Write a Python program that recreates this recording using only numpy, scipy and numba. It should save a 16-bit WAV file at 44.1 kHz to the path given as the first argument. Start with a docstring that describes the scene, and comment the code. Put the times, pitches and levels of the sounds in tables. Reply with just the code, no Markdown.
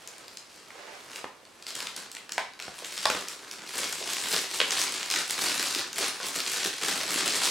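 """A sleeve brushes softly in a quiet room as a plastic bag starts to slide and tick; then it gets busy. Hands
draw a keyboard cable through the clear film: hiss and showers of tiny ringing folds make its crinkle. Stiff
creases snap and whole panels flap: short bursts of noise, and for the flaps a fading low tone as well. The
keyboard and plug knock on a wooden floor: cracks of noise and sums of fading tones. Room echoes surround all
but the faint steady hiss; the two microphone ports of a nearby camera colour it all."""
import sys
import numpy as np
from scipy import signal
from scipy.fft import rfft, irfft, next_fast_len
from scipy.io import wavfile
from scipy.ndimage import uniform_filter1d, map_coordinates
from numba import njit

SR = 44100
rng = np.random.default_rng(int(sys.argv[2]) if len(sys.argv) > 2 else 0)


def waveform_to_disk(signal):
    """Save audio, clipped to [-1, 1], as 16-bit WAV at the path in sys.argv[1]."""
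    frames = np.transpose(np.atleast_2d(signal))
    scaled = np.clip(frames, -1, 1) * 32767
    samples = np.round(scaled).astype(np.int16)
    wavfile.write(sys.argv[1], SR, samples)


N = 330750  # samples: 7.5 s

# All levels in the tables are relative; the functions balance them.
# colour of the still room's hiss: pitch_hz, level_db (per Hz)
QUIET_COLOUR = [(22, -17), (36, -6), (60, -6), (110, -0.5), (450, 6.5), (1200, 2), (4000, -4), (10000, -10),
                (16000, -27)]
# a jacket sleeve brushing as the arm reaches in: time_s, level_db
SLEEVE_LEVEL = [(0, -52), (.3, -59.5), (.6, -70), (.75, -49.5), (.93, -48), (1.08, -59), (1.2, -47),
                (1.36, -86), (1.5, -100)]
# colour of the rubbing cloth: pitch_hz, level_db (per Hz)
CLOTH_COLOUR = [(200, -25), (350, -5), (480, -1), (800, -2.5), (1400, -6.5), (2800, -5), (6000, -10),
                (14000, -32)]
# the bag sliding along the cable between grips: time_s, level_db, slack_db (loose film gives more low folds)
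DRAG = [(0, -54.5, -1), (.45, -59.5, -3.5), (1.15, -51, 0.5), (1.4, -74, -4), (1.8, -42.5, 1.5),
        (2.25, -64, 0.5), (2.55, -65, -4), (2.8, -46.5, -0.5), (3.6, -51.5, 2.5), (3.9, -38, 1.5),
        (4.5, -40, -1), (4.75, -35.5, 1), (5.25, -41, -2), (5.7, -31.5, -2.5), (5.91, -48.5, 4.5),
        (6.4, -39.5, 0.5), (6.77, -40, -4), (7.1, -32.5, 1.5), (7.5, -30, -1)]
# fingers squeeze or tug the film: start_s, length_s, level_db, slack_db
GRIPS = [(0.18, 0.059, -57, 5), (0.49, 0.076, -54.5, -8), (1.105, 0.073, -47.5, -0.5),
         (1.675, 0.025, -40.5, -3.5), (1.76, 0.075, -46, 1), (1.95, 0.069, -46, -1),
         (2.143, 0.024, -50.5, 3), (2.31, 0.096, -55, 6.5), (2.617, 0.064, -46, 1),
         (2.845, 0.22, -40.5, -2.5), (3.046, 0.15, -38, 2.5), (3.265, .06, -44.5, 0.5),
         (3.48, 0.069, -48.5, -0.5), (3.669, 0.15, -39, -1.5), (3.769, 0.076, -33.5, -0.5),
         (3.949, 0.12, -38.5, -1.5), (4.07, 0.11, -36, -3), (4.227, 0.05, -33, -0.5),
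         (4.311, 0.06, -28.5, -0.5), (4.516, 0.062, -36.5, -2.5), (4.714, .12, -33, -2.5),
         (4.915, 0.041, -35.5, -1), (5.107, .085, -32.5, 0), (5.294, 0.11, -35.5, 1.5),
         (5.382, 0.15, -32, 1.5), (5.557, 0.096, -30.5, 2.5), (5.735, 0.032, -30.5, 0.5),
         (5.968, 0.092, -30.5, 0.5), (6.187, 0.057, -33, -1), (6.326, 0.03, -32.5, -0.5),
         (6.45, 0.22, -34, -1.5), (6.622, 0.057, -35.5, -0.5), (6.808, 0.093, -32, 2.5),
         (6.95, 0.052, -34.5, 4), (7.144, 0.07, -29.5, 0.5), (7.297, 0.045, -31, -2),
         (7.413, 0.071, -29.5, -1.5)]
# colours of treble crackle, middle crumple and low flutter: pitch_hz, level_db (per Hz)
CRACKLE_COLOUR = [(1300, -21.5), (2200, -2.5), (3200, -2), (4400, 0.5), (6300, -3), (8400, -3.5),
                  (10500, -8), (13000, -16), (16000, -22)]
CRUMPLE_COLOUR = [(280, -22), (420, -6.5), (650, -3.5), (1100, 0.5), (1800, 1.5), (2500, -4.5), (3400, -6),
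                  (5500, -49.5)]
FLUTTER_COLOUR = [(40, -29), (80, -24), (130, -6.5), (200, -2.5), (320, 3.5), (420, 3), (560, -2),
                  (1100, -55.5)]
# stiff creases that snap through: start_s, level_db, pitch_hz
SNAPS = [(.0752, -31.5, 6150), (.1818, -39.5, 6000), (.281, -36, 5510), (0.3717, -31, 5400),
         (0.705, -38, 1640), (1.1326, -36.5, 3020), (1.1591, -28.5, 3900), (1.4521, -43.5, 3600),
         (1.6247, -36, 3950), (1.667, -28, 4670), (1.6843, -32.5, 3300), (1.7529, -25.5, 5400),
         (1.8044, -25.5, 3700), (1.8702, -25.5, 3200), (1.964, -26, 7000), (2.1157, -31.5, 7400),
         (2.15, -31.5, 3700), (2.1674, -31, 2680), (2.2932, -31.5, 3080), (2.3207, -23, 5100),
         (2.3805, -26, 4800), (2.5352, -42, 3200), (2.592, -37, 2500), (2.5997, -28, 2930),
         (2.6237, -31, 3700), (2.7885, -32.5, 4500), (2.8468, -29, 4800), (2.9779, -24, 3630),
         (3.0296, -29, 3800), (3.2844, -25.5, 6150), (3.512, -28.5, 5000), (3.9262, -23, 6540),
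         (4.1336, -23, 5600), (4.7075, -19.5, 4500), (4.7197, -24, 4300), (4.801, -27, 4500),
         (4.8153, -17, 4180), (5.0298, -23.5, 3570), (5.1016, -20, 4400), (5.112, -17.5, 5140),
         (5.122, -22, 5000), (5.1395, -19, 2670), (5.1609, -18.5, 2880), (5.297, -24.5, 3200),
         (5.308, -18.5, 6440), (5.7489, -20, 4800), (5.93, -27.5, 4800), (5.9592, -26.5, 4600),
         (6.403, -20, 4400), (6.6487, -21, 3260), (7.278, -17, 5900), (7.448, -19.5, 5300)]
# keyboard and plug on the floor: start_s, clack_db, clack_pitch_hz, clack_fall_db (per octave, far from the pitch),
# ring_factor (times the ring time; high when no hand damps it), board_db, thud_db
KNOCKS = [(1.2426, -31.5, 1300, 18, 0.86, -33, -62), (2.38, -17.5, 1290, 21, 1.6, -43, -64),
          (2.681, -36, 800, 20, 0.74, -41.5, -54), (3.0548, -14.5, 1830, 11, 1.3, -31.5, -48),
          (3.0562, -22, 825, 33, 1.1, -39, -62), (3.1005, -18.5, 1590, 6.5, 0.63, -29, -49),
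          (3.149, -31, 1500, 19, .8, -33.5, -52), (4.6019, -14, 2480, 21, 0.69, -30.5, -74),
          (4.614, -19.5, 2450, 18, 1, -28, -77), (6.201, -32.5, 1130, 35, 1.6, -40, -72)]
# hard plastic ringing against wood: pitch_hz, level_db, t60_s (time to fade 60 dB, before ring_factor)
CASE_MODES = [(720, 6.5, 0.022), (880, 3.5, 0.032), (1033, -0.5, 0.1), (1280, -3, 0.018), (1570, -1, 0.047),
              (1714, -4, 0.034), (2230, 2, 0.02), (2450, 8, 0.023), (2750, 1, 0.03), (3740, 7, 0.012),
              (3900, 8.5, 0.0087), (4800, -27, .012), (5400, -20, .008), (7800, -5, .006)]
# floorboard, then the floor beneath: pitch_hz, level_db, t60_s
BOARD_MODES = [(245, -16, 0.015), (380, -4.5, 0.014), (513, -0.5, 0.02), (570, -5.5, 0.018)]
JOIST_MODES = [(62, 5, 0.23), (84, -11, .25), (133, 9, 0.17), (190, 11, .1)]
# whole panels of the bag popping over: start_s, level_db, pitch_hz
FLAPS = [(2.823, -42, 570), (3.797, -35, 380), (4.014, -37.5, 407), (4.335, -33.5, 400), (5.607, -38, 280),
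         (5.762, -34.5, 303), (6.006, -34, 373), (6.375, -33, 207), (6.655, -31.5, 292), (6.878, -35, 200),
         (6.988, -42, 258), (7.157, -31.5, 230), (7.227, -35, 318), (7.34, -39, 335)]
# how well small bodies push the air: pitch_hz, level_db
RADIATION = [(30, -50), (90, -17), (200, -4.5), (380, 0.5), (8500, 0.5), (12000, -5), (16000, -10)]
# fading of the room's echoes: pitch_hz, t60_s
ROOM_FADE = [(150, 0.22), (1200, 0.38), (4000, 0.42), (12000, .24)]
# stereo width of the echoes: pitch_hz, side_db
ECHO_WIDTH = [(60, -6), (130, -1.5), (300, -13), (1100, -7.5), (4000, -7.5), (8300, -5.5), (9700, 0),
              (12000, -5.5), (15000, -6)]
# difference between the microphone ports: pitch_hz, left_minus_right_db
PORTS = [(200, -3), (500, -2.5), (1000, -2), (1600, -0.4), (3300, -0.9), (6300, 0.5), (8200, -1),
         (10000, 0)]

TOP_HZ = 15950  # nothing is kept from here up
GRIP_ATTACK_S, GRIP_RELEASE_S = 0.014, 0.044  # fingers close quickly; time constant of the film relaxing
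FIRM_DB = -31  # effort of a firm grip, the reference for the balances below
# Broad folds against the crackle in a firm grip; their dB per dB of effort.
CRUMPLE_DB, CRUMPLE_GROWS = -6.5, 0.79
# The same for the loose sheet; then its dB per dB of slack.
FLUTTER_DB, FLUTTER_GROWS, FLUTTER_PER_SLACK = -15.5, 0.78, 1.8
# Hiss against folds in a firm grip; its rise per dB of less effort: a light touch slides without buckling.
SLIDE_DB, SLIDE_SMOOTHS = -4.5, 0.12
# Lesser snaps: how many a second, level over the effort, scatter either way, typical pitch.
STRAY_PER_S, STRAY_DB, STRAY_SCATTER_DB, STRAY_HZ = 9.5, 2, 2.5, 4800


def amp(db):
    """Turn decibels into gain."""
    return 10 ** (np.asarray(db) / 20)


def unit(x):
    """Scale to rms (average strength) 1."""
    return x / np.sqrt(np.mean(x ** 2) + 1e-20)


def along(points, hz):
    """Read a curve of (pitch_hz, value) points on a log pitch axis."""
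    f, v = np.transpose(points)
    return np.interp(np.log(hz + 1), np.log(f), v)


def filtered(x, response):
    """Multiply the spectrum of x by a response of pitch."""
    n = x.shape[-1]
    padded = next_fast_len(n + SR // 10)
    spectrum = rfft(x, padded) * response(np.fft.rfftfreq(padded, 1 / SR))
    return irfft(spectrum, padded)[..., :n]


def coloured(x, level_db, size=2048):
    """Filter with a dB curve, never sounding ahead of the input, so that attacks stay sharp."""
    gain = amp(level_db(np.fft.rfftfreq(size, 1 / SR))) + 1e-6
    # Folding the cepstrum (spectrum of the log spectrum) packs the response at its start.
    cepstrum = irfft(np.log(gain))
    cepstrum[1:size // 2] *= 2
    cepstrum[size // 2 + 1:] = 0
    response = irfft(np.exp(rfft(cepstrum)))
    return signal.fftconvolve(x, response)[:len(x)]


def hump(hz, centre_hz, fall_db):
    """A broad hill in dB whose far flanks fall by fall_db an octave."""
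    octaves = np.log2((hz + 1) / centre_hz)
    return -fall_db * (np.sqrt(1 + octaves ** 2) - 1)


def burst(x, seconds):
    """Scale a blow as if all its energy had rms 1 over so many seconds."""
    return x / np.sqrt(np.sum(x ** 2) / (seconds * SR))


def add(track, s, sound):
    """Lay a sound into a track at time s."""
    part = track[round(s * SR):][:len(sound)]
    part += sound[:len(part)]


def wobble(rate):
    """A smooth random curve with so many knots a second."""
    knots = rng.standard_normal(int(N * rate / SR) + 4)
    return map_coordinates(knots, [np.arange(N) * rate / SR])


@njit
def rings(starts, step, cycles, size, n):
    """Sum of fading sines; starts in samples, step in cycles a sample."""
    out = np.zeros(n)
    for k in range(len(starts)):
        # Each sample turns and shrinks the complex number z a little.
        turn = np.exp(step[k] * complex(-1 / cycles, 2 * np.pi))
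        z = complex(size[k], 0)
        for i in range(int(starts[k]), min(n, int(starts[k] + 5 * cycles / step[k]))):
            out[i] += z.imag
            z *= turn
    return out


def folds(rate, scatter_db, clump_s, count=3):
    """Times and sizes of tiny slips or folds in clumps: one that gives way sets off its neighbours."""
    n = int(rate * N / SR)
    first = rng.uniform(0, N / SR, (n, 1))
    times = first + clump_s * rng.exponential(size=(n, count))
    strength = rng.standard_normal((n, 1)) + rng.standard_normal((n, count))
    strength = np.clip(strength, -4, 2.8)
    return times.ravel(), amp(scatter_db * strength).ravel()


def shower(times, sizes, low_hz, high_hz, cycles, spread_s, detune=.22, count=5):
    """Every fold has its own pitch and rings a few facets around it, each a moment late."""
    shape = (len(times), count)
    place = (rng.random((len(times), 1)) + detune * rng.standard_normal(shape)) % 1
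    hz = low_hz * (high_hz / low_hz) ** place
    # High bending waves run ahead.
    delay = spread_s * rng.exponential(size=shape) * np.sqrt(low_hz / hz)
    starts = times[:, None] + delay
    size = sizes[:, None] * hz * rng.choice([-1, 1], shape)
    step = np.minimum(hz.ravel() / SR, .45)
    return unit(rings(starts.ravel() * SR, step, cycles, size.ravel(), N))


def film(grains, spectrum, slide_db):
    """Grains over the hiss of sliding surfaces, in the colour of the material."""
    slide = amp(slide_db)
    mix = (grains + slide * rng.standard_normal(N)) / np.hypot(1, slide)
    return unit(coloured(mix, lambda hz: along(spectrum, hz)))


def still_room(level_db):
    """Faint steady air and microphone hiss: coloured noise, a little different on each side."""
    noise = rng.standard_normal((2, N))
    mid, side = unit(filtered(noise, lambda hz: amp(along(QUIET_COLOUR, hz))))
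    return amp(level_db) * np.array([mid + side / 2, mid - side / 2])


def sleeve():
    """Cloth sticks and slips in dense, soft grains as the arm moves."""
    times, sizes = folds(rate=200, scatter_db=5, clump_s=.004)
    slips = shower(times, sizes, 315, 2540, cycles=1.6, spread_s=0.00202)
    level_db = np.interp(np.arange(N) / SR, *np.transpose(SLEEVE_LEVEL)) - 2.5
    return amp(level_db) * film(slips, CLOTH_COLOUR, slide_db=6)


def handling(count=7500):
    """Effort and slack of the film in dB: each grip rises, holds and relaxes on top of the drag."""
    t = np.linspace(0, N / SR, count)
    drag_s, drag_db, drag_slack_db = np.transpose(DRAG)
    power = amp(np.interp(t, drag_s, drag_db)) ** 2
    # Slack is averaged, each part weighing as much as its power.
    weighted_slack = power * np.interp(t, drag_s, drag_slack_db)
    for s, length, db, slack_db in GRIPS:
        closing = np.clip((t - s) / GRIP_ATTACK_S + .5, 0, 1)
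        relaxing = np.exp(-np.maximum(t - s - length, 0) / GRIP_RELEASE_S)
        grip = (amp(db) * closing * relaxing) ** 2
        power += grip
        weighted_slack += slack_db * grip
    curves = (10 * np.log10(power), weighted_slack / power)
    return [np.interp(np.arange(N) / SR, t, curve) for curve in curves]


def sharpened(x, effort_db, bright=0.066, wander_db=3.5, edge_hz=9000):
    """A sudden squeeze makes tighter creases with more top; the sharpness also wanders at random."""
    top = filtered(x, lambda hz: 1 / (1 + (edge_hz / (hz + 1)) ** 4))
    squeeze_db = effort_db - uniform_filter1d(effort_db, SR // 2)  # against its half-second average
    top_db = bright * squeeze_db + wander_db * wobble(rate=32)
    return x + top * (amp(top_db) - 1)


def crinkle(effort_db, slack_db):
    """The same folds crackle high and crumple in the middle; the loose sheet flutters beneath."""
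    # The lower layers grow more slowly than the crackle, so more effort is brighter.
    over_firm_db = effort_db - FIRM_DB
    crumple_db = FIRM_DB + CRUMPLE_DB + CRUMPLE_GROWS * over_firm_db + slack_db
    flutter_db = FIRM_DB + FLUTTER_DB + FLUTTER_GROWS * over_firm_db + FLUTTER_PER_SLACK * slack_db

    times, sizes = folds(rate=320, scatter_db=4.0, clump_s=.0018)
    ticks = shower(times, sizes, 1800, 17000, cycles=1.85, spread_s=.0006)
    crackle = film(ticks, CRACKLE_COLOUR, SLIDE_DB - SLIDE_SMOOTHS * over_firm_db)
    broad_folds = shower(times, sizes, 406, 3620, cycles=1.63, spread_s=0.001198)
    crumple = film(broad_folds, CRUMPLE_COLOUR, slide_db=-6.5)
    sheet_folds = shower(times, sizes, 94, 700, cycles=0.99, spread_s=.002)
    flutter = film(sheet_folds, FLUTTER_COLOUR, slide_db=-16)

    bright_crackle = amp(effort_db) * sharpened(crackle, effort_db)
    return bright_crackle + amp(crumple_db) * crumple + amp(flutter_db) * flutter


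def pop(hz, fall_db, t60, size=4096):
    """A burst of crowded modes round one pitch, made of quickly fading noise."""
    t = np.arange(size) / SR
    noise = rng.standard_normal(size) * amp(-60 * t / t60)
    return coloured(noise, lambda f: hump(f, hz, fall_db))


def snaps(creases):
    """A crease snaps with a sharp edge and a bright tick; its slower, lower bending waves trail behind."""
    out = np.zeros(N)
    for s, db, hz in creases:
        edge = burst(pop(hz, fall_db=3.5, t60=0.0018), 0.001)
        tick = burst(pop(hz, fall_db=14.5, t60=0.011), 0.0016)
        trail = burst(pop(hz / 2, fall_db=9.0, t60=0.034), 0.0028)
        add(out, s, amp(db - 11) * edge)
        add(out, s, amp(db - 2.0) * tick)
        add(out, s + 0.001352, amp(db - 12.0) * trail)
    return out


def stray_snaps(effort_db):
    """Lesser snaps at random moments, as strong as the film is worked."""
    creases = []
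    for when, size, pitch in rng.random((int(STRAY_PER_S * N / SR), 3)):
        level_db = effort_db[int(when * N)] + STRAY_DB + STRAY_SCATTER_DB * (2 * size - 1)
        creases.append((when * N / SR, level_db, STRAY_HZ * 2 ** (pitch - .5)))
    return creases


def radiated(x):
    """Small bodies move little air in the bass, and their contacts are not perfectly sharp."""
    return coloured(x, lambda hz: along(RADIATION, hz), size=4096)


def struck(modes, weight_db=lambda hz: 0, ring=1):
    """A struck body rings in several fading tones, at slightly new strengths for each blow."""
    t = np.arange(SR // 3) / SR
    out = np.zeros(len(t))
    for hz, db, t60 in modes:
        sign = rng.choice([-1, 1])
        level_db = db + weight_db(hz) + rng.normal(0, 2.1) - 60 * t / (ring * t60)
        out += sign * amp(level_db) * np.sin(2 * np.pi * hz * t + rng.uniform(-0.095, 1.0))
    return out


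def knocks():
    """Hard plastic meets the floor: a crack, the ring of the case, the board and a dull thud."""
    clacks, boards, thuds = np.zeros((3, N))
    for s, db, hz, fall_db, ring, board_db, thud_db in KNOCKS:
        crack = burst(pop(hz, fall_db, t60=0.018), 0.002)
        case = burst(struck(CASE_MODES, lambda f: hump(f, hz, fall_db), ring), 0.0021)
        add(clacks, s, amp(db - 0.5) * crack)
        add(clacks, s, amp(db - 4.5) * case)
        add(boards, s, amp(board_db) * burst(struck(BOARD_MODES), 0.0037))
        add(thuds, s, amp(thud_db) * burst(struck(JOIST_MODES), 0.014))
    # The case is too small for low notes.
    clacks = coloured(clacks, lambda hz: along([(150, -17), (400, -2), (650, 1)], hz))
    return radiated(clacks + boards) + thuds


def flaps():
    """A panel pops over and pushes the air: a soft, hollow pat."""
    out, t = np.zeros(N), np.arange(SR // 10) / SR
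    for s, db, hz in FLAPS:
        push = np.sin(2 * np.pi * hz * t) * amp(-7 * hz * t)
        rustle = pop(hz, fall_db=27, t60=0.027, size=len(t))
        pat = burst(push, 0.0079) + 1.07 * burst(rustle, 0.018)
        add(out, s, amp(db - 7.5) * pat)
    return out


def room_tail(gap_s):
    """Mid and side echoes: the near wall answers first, then noise that fades by pitch."""
    hz, t, z = signal.stft(rng.standard_normal((2, SR // 2)), SR, nperseg=256)
    fade = amp(-60 * t / along(ROOM_FADE, hz)[:, None])
    tail = signal.istft(z * fade, SR, nperseg=256)[1]
    tail /= np.linalg.norm(tail[0])
    tail[0, 0] += .3  # the near wall
    tail[1] = filtered(tail[1], lambda f: amp(along(ECHO_WIDTH, f)))
    return np.pad(tail, ((0, 0), (round(gap_s * SR), 0)))


def in_room(x, wet_db, pan_db, wide_db=0, count=7):
    """Direct sound and echoes; the source hops among spots that each have echoes of their own."""
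    hops = np.arange(0, N, SR // 160)  # every few milliseconds
    spots = rng.integers(count, size=len(hops))
    echo = np.zeros((2, N))
    for k in range(count):
        share = np.sqrt(np.interp(np.arange(N), hops, spots == k))
        echo += signal.fftconvolve((share * x)[None], room_tail(gap_s=.0102), axes=1)[:, :N]
    mid, side = echo[0], amp(wide_db) * echo[1]
    pan = amp([[pan_db / 2], [-pan_db / 2]])  # positive leans left
    return pan * (x + amp(wet_db) * np.array([mid + side, mid - side]))


def scene():
    """The bag is in front, the arm off to the right; the knocks come off the floor."""
    effort_db, slack_db = handling()
    pops = radiated(snaps(SNAPS + stray_snaps(effort_db)) + flaps())
    bag = in_room(amp(-2.0) * crinkle(effort_db, slack_db) + pops, wet_db=-3.5, pan_db=1.0)
    arm = in_room(sleeve(), wet_db=-3.5, pan_db=-2.5, wide_db=8.5, count=2)
    floor = in_room(knocks(), wet_db=-4.5, pan_db=0.9, wide_db=0.0, count=3)
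    return bag + arm + floor + still_room(level_db=-56.0)


def record(dry):
    """The camera's two ports differ a little in colour; both have a narrow treble notch and a band limit."""
    def response(hz):
        lean = amp(np.array([[.5], [-.5]]) * along(PORTS, hz))
        notch = amp(-5 / (1 + ((hz - 9380) / 160) ** 2))
        return lean * notch * (hz < TOP_HZ)
    return filtered(dry, response)


dry = scene()
out = record(dry)
waveform_to_disk(out)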